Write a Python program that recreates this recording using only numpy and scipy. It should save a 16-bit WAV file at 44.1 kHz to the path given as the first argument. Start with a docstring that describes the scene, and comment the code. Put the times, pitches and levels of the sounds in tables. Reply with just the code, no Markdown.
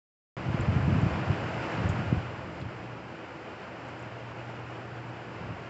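"""Large screw pumps lift water up open concrete channels at a treatment plant.
Their turning blades churn up bubbles and spray, loud at first and then farther off, and water
slaps back on the steel. Underneath, two motors hum and their gears whine faintly.
Gusts of wind rumble and thump on the microphone, and fingers make small ticks on its case."""
import sys
import numpy as np
from scipy import signal
from scipy.fft import rfft, irfft
from scipy.io import wavfile
from scipy.ndimage import uniform_filter1d

SR = 44100
rng = np.random.default_rng(int(sys.argv[2]) if len(sys.argv) > 2 else 0)


def to_wav(s):
    """Save 16-bit WAV."""
    ch = np.atleast_2d(s).T  # columns
    pcm = np.round(np.clip(ch, -1, 1) * 32767)  # PCM
    wavfile.write(sys.argv[1], SR, pcm.astype(np.int16))


N = 250929
TIME = np.arange(N) / SR
START_S = .367   # silent until here


def from_db(db):
    """Turn decibels into a number to multiply a sound by."""
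    return 10 ** (np.asarray(db) / 20)


def rms_one(x):
    """Scale a signal so that its average strength (rms) is 1."""
    return x / np.sqrt(np.mean(x ** 2) + 1e-20)


def in_time(rows):
    """Join (time, value) points with straight lines, giving a value for every sample."""
    times, values = np.transpose(rows)
    return np.interp(TIME, times, values)


def drift(rate_hz):
    """A smooth random wobble of typical size 1; a higher rate wobbles faster."""
    step, warm_up = 40, 2000   # one point every 40 samples; the first 2000 points are dropped
    r = np.exp(-2 * np.pi * step * rate_hz / SR)
    noise = rng.standard_normal(N // step + warm_up + 2)
    slow = signal.lfilter([1], [1, -2 * r, r * r], noise)[warm_up:]
    return np.interp(np.arange(N) / step, np.arange(len(slow)), rms_one(slow))


def colour(x, spectrum):
    """Shape a sound's bass and treble along a curve, fading steeply past its ends; strength 1."""
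    hz, db = np.transpose(spectrum)
    freqs = np.maximum(np.fft.rfftfreq(N, 1 / SR), 1)
    edges = np.minimum(freqs / hz[0], 1) ** 3 * np.minimum(hz[-1] / freqs, 1) ** 6
    curve = from_db(np.interp(np.log(freqs), np.log(hz), db))
    return rms_one(irfft(rfft(x) * edges * curve, N))


def resonate(x, hz, width_hz):
    """Make a sound ring at one pitch; a narrower width rings longer."""
    r = np.exp(-np.pi * width_hz / SR)
    feed = np.array([1, 0, -1]) * (1 - r * r) / 2
    feedback = [1, -2 * r * np.cos(2 * np.pi * hz / SR), r * r]
    return signal.lfilter(feed, feedback, x + 1e-18)


def ring(x, hz, width_hz):
    """Resonate twice, so that less is left away from the pitch."""
    return resonate(resonate(x, hz, width_hz), hz, width_hz)


def noisy_tones(rows):
    """Unsteady tones, each made by letting noise ring at one pitch."""
    return sum(from_db(db) * rms_one(ring(rng.standard_normal(N), hz, width)) for hz, width, db in rows)


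def add_at_peak(out, start_s, sound, peak_db):
    """Mix in a short sound with its highest point set to peak_db."""
    at = int(start_s * SR)
    scaled = from_db(peak_db) * sound / np.abs(sound).max()
    out[at:at + len(sound)] += scaled[:N - at]


def bubbles(per_s, low_hz, high_hz, cycles, size_db, count=20):
    """Bubbles and drops of random size, each ringing for a few cycles; strength 1."""
    sizes = from_db(size_db * np.minimum(rng.exponential(1, N), 4)) * rng.choice([-1, 1], N)
    clicks = sizes * (rng.random(N) < per_s / SR)
    which_pitch = rng.integers(0, count, N)
    pitches = np.geomspace(low_hz, high_hz, count)
    pops = sum(resonate(clicks * (which_pitch == k), hz, hz / cycles) for k, hz in enumerate(pitches))
    return rms_one(pops)


def water(level_db):
    """The blades churn up bubbles and throw spray; both surge together with the channels' ringing."""
    # tone of the deep churning: pitch_hz, relative_db
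    churn_tone = [(30, -37.5), (55, -24), (85, -4.5), (150, -3), (210, -1), (280, -1.5), (450, -3.5),
                  (600, -3.5), (900, -5), (1200, -7.5), (1550, -8.5), (2000, -19)]
    # tone of the hissing spray: pitch_hz, relative_db
    spray_tone = [(1600, -5), (2000, -1.5), (2500, -2), (2950, -4.5), (3350, -12.5), (3800, -16.5),
                  (4900, -16.5), (5600, -21), (6400, -25.5), (7400, -23), (7750, -28.5), (8050, -45.5),
                  (8400, -47.5)]
    # hollow ringing of the channels: pitch_hz, width_hz, level_db (relative to the water)
    channel_rings = [(327.6, 20, -11.5), (513.3, 44, -14), (657.4, 29, -16.5), (1416, 130, -16.5)]
    churn_db, spray_db = 1.68, -7   # relative to the water
    surge_db = 0.52 * drift(6.7)
    gurgle = bubbles(per_s=2500, low_hz=299.3, high_hz=2050, cycles=9.9, size_db=2.5)
    fizz = bubbles(per_s=7000, low_hz=1650, high_hz=7300, cycles=4.3, size_db=0.5)
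    churn = colour(rng.standard_normal(N) + from_db(-12.5) * gurgle, churn_tone)
    churn *= from_db(churn_db + 0.1 * drift(5.6))
    spray = colour(rng.standard_normal(N) + from_db(-9.5) * fizz, spray_tone)
    spray *= from_db(spray_db + 0.17 * drift(20))
    return from_db(level_db + surge_db) * (churn + spray + noisy_tones(channel_rings))


def drives(water_db):
    """Two motors hum and waver; their gear whine comes down the channels with the water."""
    # whine of the gears: pitch_hz, width_hz, level_db (relative to the water)
    gear_whine = [(1749, 5, -24), (2099, 5, -26.5), (2448, 5, -28.5), (4141, 8, -41), (4548, 7, -40.5),
                  (4968, 16, -34)]
    hum_hz, hum_db = 119.4, -48   # first motor, when the water is at its average level
    follow_share = 0.62   # the hum follows this much of the water's rise and fall in dB
    # The second motor runs slightly faster, so it partly cancels the first once per slow beat.
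    second_db, beat_hz, dip_s = -2.5, 0.41, 3.5
    phase = 2 * np.pi * np.cumsum(hum_hz + 0.23 * drift(1.6)) / SR
    lead = 2 * np.pi * beat_hz * (TIME - dip_s)
    motors = np.sqrt(2) * (np.sin(phase) - from_db(second_db) * np.sin(phase + lead))
    motors_db = hum_db + follow_share * (water_db - water_db.mean()) + 0.46 * drift(2.3)
    return from_db(motors_db) * motors + from_db(water_db) * noisy_tones(gear_whine)


def wind_strength():
    """Each gust rises, holds and dies away on top of the breeze."""
    # light breeze between the gusts: time_s, level_db
    breeze = [(.4, -39.5), (2.55, -43), (3.3, -56), (4.0, -52), (5.69, -49)]
    # gusts on the microphone: start_s, hold_s, level_db
    gusts = [(0.48, .02, -28), (0.602, 0.028, -29.5), (0.688, 0.21, -29), (0.847, 0.22, -28.5),
             (1.127, 0.1, -32.5), (1.292, 0.029, -26.5), (1.407, 0.053, -37.5), (1.792, 0.153, -30.5),
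             (1.988, 0.024, -31.5), (2.081, 0.096, -33), (2.621, 0.045, -38), (5.42, 0.11, -41.5)]
    rise_s, fade_s = 0.029, 0.022
    power = from_db(in_time(breeze)) ** 2
    for start_s, hold_s, level_db in gusts:
        rise = np.clip(1 + (TIME - start_s) / rise_s, 0, 1)
        fall = np.exp(-np.maximum(TIME - start_s - hold_s, 0) / fade_s)
        power += (from_db(level_db) * rise * fall) ** 2
    return np.sqrt(power)


def wind():
    """Rough air rumbles on the microphone; each swirl is a brief suck that sets its bass filter ringing."""
    # tone of the wind's rumble: pitch_hz, relative_db
    rumble_tone = [(25, -34.5), (42, -25.5), (60, -13.5), (85, -1.5), (125, -0.5), (190, -6.5),
                   (235, -15.5), (320, -14.5), (480, -34)]
    # the hardest swirls of air hitting the microphone: time_s, peak_db, half_width_ms
    hard_swirls = [(.545, -17.5, 1.54), (.598, -18, 2.1), (.685, -16.5, 2.1), (.763, -13.5, 2.3),
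                   (.878, -12, 1.64), (.926, -16.5, 2), (1.032, -11.5, 2), (1.299, -15, 2.85),
                   (1.856, -18, 2.8), (1.895, -16.5, 2.7), (2.127, -12.5, 1.05), (2.174, -22, 4.6),
                   (5.505, -27, 1.8)]
    swirls_per_s, above_wind_db, swirl_ms = 12, 7, 1.64   # smaller swirls, at random times
    strength = wind_strength()
    rumble = colour(rng.standard_normal(N), rumble_tone)
    rumble /= np.sqrt(uniform_filter1d(rumble ** 2, size=SR // 40) + 1e-9)   # even out its own swells
    out = strength * rumble
    swirl_samples = np.flatnonzero((rng.random(N) < swirls_per_s / SR) & (TIME > START_S))
    small_swirls = [(TIME[i], above_wind_db + 20 * np.log10(strength[i]), swirl_ms)
                    for i in swirl_samples]
    around_s = np.arange(-(SR // 50), SR // 20) / SR
    bass_cut = signal.butter(4, 105, "high", fs=SR, output="sos")   # weakens sound below 105 Hz
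    for time_s, peak_db, half_width_ms in hard_swirls + small_swirls:
        suction = -np.exp(-(1000 * around_s / half_width_ms) ** 2)
        add_at_peak(out, time_s + around_s[0], signal.sosfilt(bass_cut, suction), peak_db)
    return out


def finger_ticks():
    """A fingertip slips for a few milliseconds and rings the microphone's small case."""
    # finger ticks on the case: start_s, peak_db, fade_s
    ticks = [(0.608, -43.5, .003), (1.014, -49, .003), (1.889, -42, .014), (2.604, -53, .003),
             (3.886, -58, .004), (3.993, -54.5, .008), (4.025, -56, .003)]
    out, age = np.zeros(N), TIME[:SR // 10]
    for start_s, peak_db, fade_s in ticks:
        slip = rng.standard_normal(len(age)) * np.exp(-age / fade_s)
        add_at_peak(out, start_s, ring(slip, hz=7100, width_hz=950), peak_db)
    return out


def water_slaps():
    """Water falling back on the steel gives a short bright crack."""
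    # sharp slaps of water: start_s, peak_db
    slaps = [(1.895, -42), (2.614, -43)]
    fade_s = 0.0066
    out, age = np.zeros(N), TIME[:SR // 20]
    for start_s, peak_db in slaps:
        burst = rng.standard_normal(len(age)) * np.exp(-age / fade_s)
        add_at_peak(out, start_s, ring(burst, hz=2900, width_hz=1700), peak_db)
    return out


def scene():
    """Pumps, wind and fingers, all heard at one microphone."""
    # loudness of the churning water, near and then farther off: time_s, level_db
    water_levels = [(.37, -41), (.62, -38.5), (1.82, -37), (2.5, -44.7), (3.1, -45.5), (3.6, -45),
                    (5.69, -45)]
    water_db = in_time(water_levels)
    mix = water(water_db) + water_slaps() + drives(water_db) + wind() + finger_ticks()
    return mix[None]


def record(dry):
    """The microphone opens after a moment, and the highest treble is cut steeply."""
    cutoff_hz = 8150
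    treble_cut = signal.ellip(8, .2, 80, cutoff_hz, fs=SR, output="sos")
    return signal.sosfilt(treble_cut, dry * (TIME >= START_S))


dry = scene()
out = record(dry)
to_wav(out)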